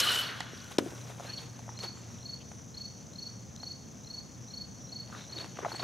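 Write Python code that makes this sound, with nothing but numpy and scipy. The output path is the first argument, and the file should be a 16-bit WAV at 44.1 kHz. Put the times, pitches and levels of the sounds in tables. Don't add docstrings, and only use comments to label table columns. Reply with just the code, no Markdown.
import sys
import numpy as np
from scipy import signal
from scipy.fft import rfft, irfft, next_fast_len
from scipy.io import wavfile
from scipy.ndimage import uniform_filter1d, minimum_filter1d

SR = 44100
rng = np.random.default_rng(int(sys.argv[2]) if len(sys.argv) > 2 else 0)


def output_pcm(signal):
    pcm = np.clip(np.atleast_2d(signal).T, -1, 1) * 32767
    wavfile.write(sys.argv[1], SR, np.round(pcm).astype(np.int16))


def elevation(decibels):
    levels = np.asarray(decibels, float)
    return 10 ** (levels / 20)


N = 257103

# (frequency [Hz], side minus mid [dB])
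NEAR_WIDTH = [(60, -9), (150, -1), (380, -8.5), (950, -7), (2380, -8.5), (4400, -33), (8120, -38),
              (15000, 4)]
# (frequency [Hz], side minus mid [dB])
FAR_WIDTH = [(60, -7), (110, -8), (200, -9), (380, -3.5), (700, -3), (1290, -2), (2380, -1), (4400, -19),
             (8120, -26), (15000, 5)]


def rms_one(x):
    return x / np.sqrt(np.mean(x ** 2) + 1e-20)


def at_hz(points, hz):
    point_hz, db = np.array(points).T
    return np.interp(np.log(hz + 1), np.log(point_hz), db)


def noise_pair():
    return rng.standard_normal((2, N))


def band_pass(x, low_hz, high_hz):
    return signal.sosfilt(signal.butter(2, [low_hz, high_hz], "band", fs=SR, output="sos"), x)


def left_right(db):
    return elevation(np.array([[db], [-db]]) / 2)


def drift(rate_hz):
    r = np.exp(-80 * np.pi * rate_hz / SR)
    settle = 2000
    slow = signal.lfilter([1], [1, -2 * r, r * r], rng.standard_normal(N // 40 + 2 + settle))[settle:]
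    return np.interp(np.arange(N) / 40, np.arange(len(slow)), rms_one(slow))


def colour(pair, gain, width):
    # (frequency [Hz], left minus right [dB])
    leaning = [(60, -1.0), (150, 1.0), (380, 2.5), (950, 1.5), (2380, 0.0), (5980, 1.0), (15000, 0.5)]
    size = next_fast_len(N)
    hz = np.arange(size // 2 + 1) * SR / size
    mid, side = rfft(pair, size) * gain(hz)
    both = mid + elevation(at_hz(width, hz)) * side * [[1], [-1]]
    both = both * elevation(at_hz(leaning, hz) / 2 * [[1], [-1]])
    return rms_one(irfft(both, size)[:, :N])


def humps(modes):
    return lambda hz: sum(elevation(db) / (1 + (2 * (hz - top) / width) ** 2) for top, width, db in modes)


def grains(per_s, spread_db):
    sizes = elevation(spread_db * np.minimum(rng.exponential(1, (2, N)), 4)) * noise_pair()
    return sizes * (rng.random((2, N)) < per_s / SR) + 0.34 * noise_pair()


def pitched(clicks, low_hz, high_hz, cycles, patchy_db):
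    out, size = 0, clicks.shape[1]
    dealt = rng.integers(0, 14, size)
    for k, hz in enumerate(np.geomspace(low_hz, min(high_hz, .4 * SR), num=14)):
        r = elevation(-60 * hz / (cycles * SR))
        w = 2 * np.pi * hz / SR
        mine = clicks * (dealt == k) * elevation(patchy_db * drift(13.0)[:size])
        ringing = signal.lfilter([1, 0, -1], [1, -2 * r * np.cos(w), r * r], mine)
        out = out + rms_one(ringing) * np.sqrt(hz)
    return out


def trees(x, t60, low_hz, high_hz):
    t = np.arange(int(.5 * SR)) / SR
    tail = rng.standard_normal((2, len(t))) * elevation(-60 * t / t60) * np.clip(t / 0.0034, 0, 1)
    mid, side = band_pass(tail, low_hz, high_hz)
    tail = mid + 0.42 * side * np.array([[1], [-1]])
    return signal.fftconvolve(x[None], tail / np.sqrt(np.sum(tail ** 2) / 2), axes=1)[:, :N]


def loudest(*levels_db):
    return 10 * np.log10(sum(elevation(2 * db) for db in levels_db))


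def dying(flash_db, held_db, until, fall, tail_db):
    t = np.minimum(np.arange(N) / SR, 1)
    flash = flash_db - 1100 * t
    held = held_db - fall * np.maximum(t - until, 0)
    return loudest(flash, held, tail_db - 15.5 * t)


def aftermath():
    # (frequency [Hz], width [Hz], level [dB])
    ping_modes = [
        (1210, 30, -7),
        (1474, 83, 4),
        (2956, 150, 0),
        (3366, 52, 1),
        (3720, 190, -5),
        (4170, 240, -5.5),
        (5370, 320, -23),
    ]
    # (frequency [Hz], level per Hz [dB])
    rattle_spectrum = [(130, -51), (220, -13.5), (700, -12), (765, -14), (1480, -5.5), (2350, -11.5),
                       (2960, -7), (4610, -15), (13000, -22), (15500, -33)]
    rattle_edges = 0, 2300, 6000, 20000
    # (first flash [dB], held level [dB], held until [s], release [dB/s], tail [dB])
    decays = [
        (-30, -36, 0.11, 43, -66),
        (-21.5, -34.5, 0.13, 73, -49.5),
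        (-24, -40.5, 0.16, 128, -58.5),
        (-34, -35, 0.18, 126, -53),
    ]
    low_db, high_db, hiss_db, line_db = (dying(*row) for row in decays)
    links = pitched(grains(25000, 0.42)[:, :SR], low_hz=253, high_hz=14600, cycles=4.2, patchy_db=2.0)
    part = np.sqrt(SR / N)
    out = 0
    for low, high, db in zip(rattle_edges, rattle_edges[1:], (low_db + 0.5, high_db + 0.26, hiss_db - .8)):
        band = colour(links, lambda hz: elevation(at_hz(rattle_spectrum, hz)) * (hz >= low) * (hz < high), NEAR_WIDTH)
        out = out + part * elevation(db) * band
    lines = (ping_modes[:2], low_db - 8.5), (ping_modes[2:3], line_db - 4), (ping_modes[3:], high_db - 5.5)
    for modes, db in lines:
        out = out + elevation(db + 2.0 * drift(57)) * colour(noise_pair(), humps(modes), NEAR_WIDTH)
    t = np.arange(N) / SR
    rise = np.clip(.25 + t / .004, 0, 1)
    still = np.clip((0.76 - t) / 0.041, 0, 1)
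    return rise * still * out


def returns():
    # (time [s], length [s], frequency [Hz], peak level [dB])
    echoes = [(0, 0.0077, 5300, -25), (0, .008, 6500, -29), (0, 0.024, 3980, -36), (0, .03, 3000, -29),
              (.025, 0.033, 2980, -33), (.029, 0.012, 4170, -27), (.04, 0.047, 4175, -37),
              (.033, 0.017, 1445, -35), (.056, 0.033, 1214, -35), (.071, 0.0096, 2990, -25),
              (.085, 0.01, 3010, -21.5), (.096, .01, 4100, -29), (.097, 0.03, 3010, -39),
              (.1, 0.017, 1506, -31.5), (.114, 0.019, 1452, -32), (.117, 0.007, 9600, -33.5),
              (.141, 0.0091, 7840, -38), (.143, .012, 13200, -41), (.144, 0.036, 3014, -33),
              (.168, 0.029, 11100, -50), (.171, .013, 3005, -28), (.183, 0.022, 1460, -43),
              (.187, 0.02, 3010, -29), (.189, .008, 9700, -51), (.207, 0.0077, 13100, -40),
              (.212, .011, 2980, -38), (.226, .009, 3000, -36), (0.7827, 0.0017, 2750, -24),
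              (.7843, 0.0024, 5440, -23.5), (0.7845, 0.0012, 4050, -22.5), (.7848, 0.001, 8500, -29),
              (0.784, 0.0014, 6640, -27.5), (5.648, 0.0028, 1110, -23), (5.655, .014, 700, -39),
              (5.717, .003, 1310, -34)]
    out, wobble, rough = np.zeros(N), drift(90), drift(200)
    for s, length, hz, db in echoes:
        at, u = round(s * SR), np.linspace(0, 1, round(length * SR))
        here = slice(at, at + len(u))
        phase = 2 * np.pi * np.cumsum(hz * (1 + 0.0044 * wobble[here])) / SR
        swell = np.sin(np.pi * u ** 0.83) ** 0.71
        out[here] += elevation(db + 1.4 * rough[here]) * swell * np.sin(phase)
    return out + elevation(-22) * trees(out, t60=.06, low_hz=1000, high_hz=14000)


def air():
    # (frequency [Hz], level per Hz [dB])
    air_spectrum = [(15, -61), (25, -32.5), (86, -2), (113, 0), (215, -2), (399, -17), (469, -15),
                    (2420, -34.5), (3620, -32), (4260, -42), (4740, -34), (6040, -18), (6910, -29),
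                    (7690, -41), (15500, -45.5)]
    breath = elevation(-49.5 + 0.84 * drift(0.22))
    return breath * colour(noise_pair(), lambda hz: elevation(at_hz(air_spectrum, hz)), FAR_WIDTH)


def chorus():
    # (frequency [Hz], width [Hz], level [dB])
    buzz_modes = [
        (6120, 310, 1),
        (6780, 290, -6),
        (5880, 2700, -10.5),
    ]
    # (frequency [Hz], width [Hz], level [dB], drop between phrases [dB])
    sung_lines = [
        (6020, 45, -3, 17),
        (6110, 52, -7.5, 6),
    ]
    phrase_middles = [.2, .6, .98, 1.35, 1.76, 2.18, 2.54, 2.93, 3.285, 3.69, 4.1, 4.5, 4.86, 5.25, 5.63]
    phrase_s, edge_s = 0.18, 0.04
    throb = np.sin(2 * np.pi * np.cumsum(31 + 1.5 * drift(3)) / SR)
    t, middles = np.arange(N) / SR, np.array(phrase_middles)
    since = t - middles[np.searchsorted((middles[1:] + middles[:-1]) / 2, t)]
    rest = np.clip((np.abs(since) - phrase_s / 2) / edge_s + .5, 0, 1)
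    buzz = colour(grains(6000 * elevation(5.7 * throb), 3.7), humps(buzz_modes), FAR_WIDTH)
    out = elevation(-1.5 + 0.19 * drift(4.2)) * buzz
    for hz, width, db, rest_db in sung_lines:
        swell_db = 2.0 * throb + 1.1 * drift(13) - rest_db * rest
        out = out + elevation(db + swell_db) * colour(noise_pair(), humps([(hz, width, 0)]), FAR_WIDTH)
    solo = np.sin(2 * np.pi * np.cumsum(5630 + 304 * since + 18 * drift(39.4)) / SR)
    solo_db = -3 + 2.2 * throb + 3.1 * drift(11) - 15 * rest
    return elevation(-57) * (out + elevation(solo_db) * solo)


def hum():
    # (time [s], level [dB])
    motor_levels = [(0.0, -58), (0.5, -50.5), (0.55, -70), (0.99, -46), (1.38, -53.5), (1.69, -47.5),
                    (1.82, -51), (3.12, -64), (3.18, -77), (3.28, -51.5), (3.54, -65), (4.27, -64),
                    (4.37, -50), (4.71, -67), (4.74, -58), (5.41, -54.5), (5.57, -63), (5.83, -49)]
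    s, db = np.transpose(motor_levels)
    level_db = np.interp(np.arange(N) / SR, s, db) - .1
    line = np.sqrt(2) * np.sin(2 * np.pi * np.cumsum(119.8 + 1.86 * drift(3.0)) / SR)
    return elevation(level_db) * line * left_right(1.2)


def vehicle():
    fade_s, centre_hz, width_hz = 2.9, 225.5, 165
    gone = np.clip(1 - (np.arange(N) / SR / fade_s) ** 3.1, 0, 1)
    return elevation(-57) * gone * colour(noise_pair(), humps([(centre_hz, width_hz, 0)]), NEAR_WIDTH)


def rustles():
    # (time [s], length [s], frequency [Hz], rms level [dB])
    grit_snaps = [(.158, .003, 7000, -34), (.164, 0.0027, 6500, -40), (.1965, .002, 12500, -38),
                  (1.796, 0.0032, 5000, -46), (1.829, .003, 3500, -46), (5.126, 0.0034, 1400, -46),
                  (5.149, 0.0027, 1590, -42.5), (5.208, .002, 2200, -48), (5.24, 0.0016, 2600, -50),
                  (5.385, 0.0015, 2600, -41.5), (5.417, .002, 2800, -47), (5.4435, 0.0018, 2500, -45),
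                  (5.565, 0.013, 2300, -54), (5.698, 0.0083, 3800, -55), (5.738, 0.012, 1290, -48),
                  (5.794, 0.0018, 2800, -39), (5.824, 0.0058, 1500, -40), (5.612, 0.042, 1250, -47.5),
                  (5.652, 0.014, 1500, -53), (5.651, 0.015, 900, -40), (5.678, .014, 800, -48),
                  (5.8, 0.0073, 1300, -46), (5.662, .006, 2570, -55), (.404, 0.0064, 4140, -40),
                  (.575, 0.0051, 8000, -59), (1.592, .002, 7000, -56), (3.5625, 0.0013, 4970, -41),
                  (5.372, 0.0023, 1800, -45), (5.4, .002, 2000, -49), (5.43, .002, 1500, -50),
                  (5.705, .002, 2600, -48), (5.765, .002, 1500, -48), (5.817, 0.0018, 2000, -45),
                  (5.797, 0.0088, 810, -43), (2.516, 0.0047, 1900, -53), (3.632, .004, 1680, -51),
                  (5.444, 0.0044, 1800, -52), (5.588, 0.0044, 1350, -43), (5.719, 0.0034, 1600, -57),
                  (5.748, 0.0038, 1500, -54), (.604, .004, 8000, -59), (.643, 0.0032, 8000, -54),
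                  (5.812, .018, 1210, -55)]
    # (time [s], length [s], frequency [Hz], rms level [dB])
    soft_rustles = [(.799, 0.041, 477, -48), (.895, 0.054, 201, -55), (5.362, 0.0095, 282, -47.5),
                    (.864, 0.017, 413, -46), (.922, .022, 444, -62), (1.044, 0.27, 513, -70),
                    (1.273, 0.084, 2840, -56), (1.375, 0.023, 3600, -48.5), (2.398, 0.035, 2940, -59.5),
                    (5.118, 0.059, 1350, -51), (5.343, 0.052, 308, -51.5), (5.624, 0.015, 397, -40.5),
                    (5.639, 0.0079, 516, -42), (5.652, 0.015, 1210, -40), (5.657, 0.0069, 770, -37),
                    (5.662, 0.0088, 645, -31)]
    # (time [s], length [s],
    # frequency [Hz], rms level [dB])
    link_chinks = [(.406, 0.0048, 2000, -34.5), (.55, .45, 1470, -59), (1.268, 0.052, 1690, -53),
                   (.573, .006, 4470, -49.5), (.601, 0.0085, 4470, -50), (.641, 0.0035, 4250, -47),
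                   (1.012, 0.0049, 4050, -51), (1.29, 0.025, 2630, -59), (5.144, 0.12, 3900, -56),
                   (5.243, .0056, 3600, -56), (5.38, 0.0028, 3680, -38), (5.385, 0.0052, 3660, -40),
                   (2.184, .008, 3440, -57), (5.418, 0.004, 3760, -45), (5.755, 0.014, 8000, -52),
                   (5.796, 0.0082, 4100, -41)]
    out, source = np.zeros((2, N)), grains(13000, 2.8)
    lead = 500
    for rows, share in ((grit_snaps, 0.6), (soft_rustles, 0.27), (link_chinks, 0.13)):
        for s, length, hz, db in rows:
            at, size, width = round(s * SR), round(length * SR), share * hz
            low, high = max(hz - width / 2, 50), min(hz + width / 2, .45 * SR)
            mid, side = band_pass(source[:, at - lead:at + size], low, high)[:, lead:]
            burst = rms_one(mid + elevation(at_hz(NEAR_WIDTH, hz)) * side * [[1], [-1]])
            swell = np.sin(np.pi * np.linspace(0, 1, size) ** 0.99) ** 0.39
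            out[:, at:at + size] += elevation(db) * burst * swell
    return out * left_right(1.8)


def strokes():
    # (first full stroke [s], time to last stroke [s], level [dB])
    chirp_times = [(0.189, .0757, -40), (1.2946, 0.078, -38.5), (1.8032, 0.074, -38), (2.2556, 0.076, -39),
                   (2.772, 0.077, -39), (3.1857, 0.077, -39), (3.631, 0.077, -38.5), (4.103, 0.076, -39.5),
                   (4.5364, 0.073, -39), (4.923, 0.075, -39), (5.3247, 0.077, -39), (5.7175, .0786, -39)]
    # (share of the span, level [dB], top pitch [Hz], length [s])
    full_strokes = [
        (0, .5, 4376, .021),
        (0.479, 1.5, 4410, 0.022),
        (1.005, 2, 4416, 0.022),
    ]
    # (time [s], level [dB], top pitch [Hz], length [s])
    short_strokes = [(1.267, -46, 4250, 0.017), (1.753, -53, 4070, 0.0065), (1.775, -43, 4220, .013),
                     (2.206, -57, 4120, .006), (2.23, -47, 4200, 0.0084), (2.745, -44, 4230, 0.014),
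                     (3.135, -50, 4120, .007), (3.158, -44, 4250, 0.011), (3.577, -50, 4150, 0.0071),
                     (3.601, -44.5, 4240, 0.015), (4.048, -49, 4120, .007), (4.072, -44.5, 4230, 0.014),
                     (4.485, -49, 4120, 0.0065), (4.506, -46.5, 4250, .014), (4.873, -51, 4140, .007),
                     (4.895, -48, 4200, 0.0096), (5.279, -53, 4100, .006), (5.297, -46, 4230, 0.015),
                     (5.667, -55, 4160, 0.0093), (5.692, -49, 4180, .011)]
    full = [(s + share * span, db + more_db, hz, length)
            for s, span, db in chirp_times for share, more_db, hz, length in full_strokes]
    return short_strokes + full


def cricket():
    out = np.zeros(N + 2000)
    for s, db, hz, length in strokes():
        u = np.arange(int(length * SR)) / (length * SR)
        sag = np.where(u < .5, 1050, 1900) * (u - .5) ** 2
        phase = 2 * np.pi * np.cumsum(hz + 30 - sag) / SR
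        weaker = 1 - 0.4 * np.clip((u - .7) / .1, 0, 1)
        shape = np.sin(np.pi * u ** 0.96) ** .62 * weaker
        third = elevation(-26.5) * np.sin(np.pi * u) ** 4.0 * np.sin(3 * phase)
        at = round((s - .003) * SR)
        out[at:at + len(u)] += elevation(db) * shape * (np.sin(phase) + third)
    out = out[:N]
    delay_s = .017
    late = np.roll(out, round(delay_s * SR)) * (np.arange(N) > SR * delay_s)
    near = trees(late, t60=0.08, low_hz=3800, high_hz=6350)
    far = trees(late, t60=.6, low_hz=4300, high_hz=4550)
    return out * left_right(.8) + elevation(-19) * near + elevation(-28) * far


def blow(hz, crack_db, t60):
    t = np.arange(4000) / SR
    late = np.maximum(t - .0009, 0)
    phase = 2 * np.pi * hz * (late + 0.00065 * (1 - np.exp(-late / 0.0018)))
    swell = np.clip(late * hz / .5, 0, 1) ** 1.8
    overtone = 0.28 * np.sin(2.103 * phase) * elevation(-75 * late / t60)
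    body = -swell * (np.sin(phase) * elevation(-60 * late / t60) + overtone)
    noise = band_pass(rng.standard_normal(len(t)), 1800, 6600)
    crack = noise * np.clip(t / .0012, 0, 1) * elevation(-60 * np.maximum(t - .0018, 0) / .006)
    return body / np.abs(body).max() + elevation(crack_db - 3) * crack


def knocks():
    # (time [s], peak level [dB], body [Hz], crack [dB], t60 [s])
    ball_thuds = [
        (0.531, -38, 380, -16, 0.033),
        (0.7839, -9.5, 305, -12, 0.014),
        (0.805, -30, 250, -25, 0.03),
        (0.821, -31, 265, -25, 0.03),
        (.839, -33, 255, -25, .03),
        (.8595, -29, 330, -24, .04),
        (.921, -38, 400, -22, .025),
        (.931, -35, 290, -24, .025),
    ]
    # (time [s], peak level [dB], body [Hz], crack [dB], left minus right [dB])
    stone_knocks = [(0.404, -28, 725, 2.5, -7), (0.713, -55, 608, 1.5, -2.5), (1.011, -55, 510, -12, -5),
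                    (1.054, -42, 533, -15, 2.0), (1.099, -36, 605, -17, 5), (1.197, -31, 620, -25, 2),
                    (1.204, -33, 560, -25, 3.0), (1.591, -37.5, 690, -4, -6), (1.679, -36.5, 590, -27, 2.5),
                    (1.69, -31.5, 805, -28, 2.5), (1.789, -45, 516, 13, -5), (1.834, -35.5, 477, 3, -3),
                    (1.849, -45, 650, -16, -9), (1.972, -44, 1050, -14, -1), (3.971, -48, 509, -12, -2),
                    (5.099, -43, 720, -14, -4), (5.239, -47, 1380, 3, 4), (5.384, -50, 530, 10, 3),
                    (5.683, -36, 706, -18, 3.0), (5.747, -33.5, 726, -24, 4), (5.796, -31.5, 660, -16, 5)]
    # (time [s], peak level [dB], body [Hz], crack [dB])
    batter_stamps = [
        (2.515, -38, 620, -9),
        (3.631, -35, 650, -10),
        (5.443, -33, 650, -7),
        (5.5705, -36, 1150, -12),
        (5.587, -28, 800, -16),
        (5.5893, -27, 520, -24),
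        (5.6471, -17, 800, -26),
        (5.7175, -27, 800, -20),
        (5.828, -22, 650, -16),
    ]
    blows = [(*row, 4.5) for row in ball_thuds]
    blows += [(*row, 0.016, pan_db) for *row, pan_db in stone_knocks]
    blows += [(*row, .008, 3.2) for row in batter_stamps]
    out = np.zeros((2, N + 4000))
    for s, db, hz, crack_db, t60, pan_db in blows:
        at = round(s * SR)
        out[:, at:at + 4000] += elevation(db) * left_right(pan_db) * blow(hz, crack_db, t60)
    out = signal.sosfilt(signal.butter(2, 170, "high", fs=SR, output="sos"), out[:, :N])
    return out + elevation(-19.0) * trees(out.mean(axis=0), t60=0.32, low_hz=192, high_hz=5000)


def drags():
    # (loudest time [s], level [dB], spread [s], bright part [dB])
    shoe_drags = [(.52, -55, .05, -69), (0.719, -41.5, 0.012, -52), (0.788, -27, 0.0058, -37),
                  (.88, -50.5, 0.37, -57.5), (1.1, -51, 0.062, -61), (1.26, -47.5, 0.13, -58.5),
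                  (1.41, -48.5, 0.064, -60), (1.6, -56, 0.49, -67.5), (1.839, -41, 0.035, -54),
                  (1.981, -54.5, 0.071, -68), (1.0, -61, 0.068, -65), (2.12, -57, 0.14, -68),
                  (5.172, -49.5, 0.12, -63), (5.41, -46.5, 0.12, -61), (5.6, -50.5, 0.071, -70),
                  (5.72, -45.5, 0.11, -58.5), (5.83, -42, 0.051, -56)]
    t = np.arange(0, N, 32) / SR
    low, high = [-62.5], [-74.5]
    for s, db, spread, bright_db in shoe_drags:
        loss = 11.5 * np.where(t < s, (s - t) / 0.92, t - s) / spread
        low.append(db - loss)
        high.append(bright_db - loss)
    return [np.interp(np.arange(N) / SR, t, loudest(*part)) for part in (low, high)]


def scuffs():
    # (frequency [Hz], level per Hz [dB])
    gravel_spectrum = [(180, -77), (300, 1), (2890, -11.5), (4020, -10.5), (4360, -15.5), (4710, -15),
                       (6060, -12.5), (7000, -12), (9100, -51), (15400, -120)]
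    scuff_db, bright_db = drags()
    begun = np.clip((np.arange(N) / SR - .45) / 0.19, 0, 1)
    clicks = grains(5000 * elevation(3.0 * drift(31)), 1.9)
    pebbles = pitched(clicks, low_hz=350, high_hz=6500, cycles=4.4, patchy_db=2.0)
    low = colour(pebbles, lambda hz: elevation(at_hz(gravel_spectrum, hz)) * (hz > 250) * (hz < 7000), NEAR_WIDTH)
    high = colour(grains(9000, 2.2), lambda hz: (hz >= 7000) / (1 + (hz / 10000) ** 4), NEAR_WIDTH)
    return begun * (elevation(scuff_db - 0.5) * low + elevation(bright_db - 2.5) * high)


def birds():
    # (time [s], length [s], from [Hz], to [Hz], level [dB])
    seep_notes = [
        (1.94, 0.14, 7200, 7440, -62),
        (2.49, 0.17, 9300, 9050, -70),
    ]
    out, t = 0, np.arange(N) / SR
    for s, length, from_hz, to_hz, db in seep_notes:
        u = np.clip((t - s) / length, 0, 1)
        pitch = from_hz + (to_hz - from_hz) * u + 40 * drift(60)
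        swell = elevation(db + 4.0 * drift(40)) * np.sin(np.pi * u ** 0.51)
        out = out + swell * np.sin(2 * np.pi * np.cumsum(pitch) / SR)
    return out


def scene():
    far = air() + chorus() + hum() + vehicle() + birds()
    near = aftermath() + returns() + rustles() + cricket() + knocks() + scuffs()
    return far + near


def roll_off(x):
    return signal.sosfilt(signal.butter(12, 15630, fs=SR, output="sos"), x)


def record(dry):
    height = np.abs(dry).max(axis=0)
    over_db = np.clip(20 * np.log10(height + 1e-9) + 14, 0, 4)
    ahead = minimum_filter1d(-over_db, size=260, origin=-129)
    early = np.append(ahead[210:], np.zeros(210)) * (height < .02)
    ducked = dry * elevation(5.5 * uniform_filter1d(early, size=40))
    return roll_off(0.61 * np.tanh(ducked / 0.59))


dry = scene()
out = record(dry)
output_pcm(out)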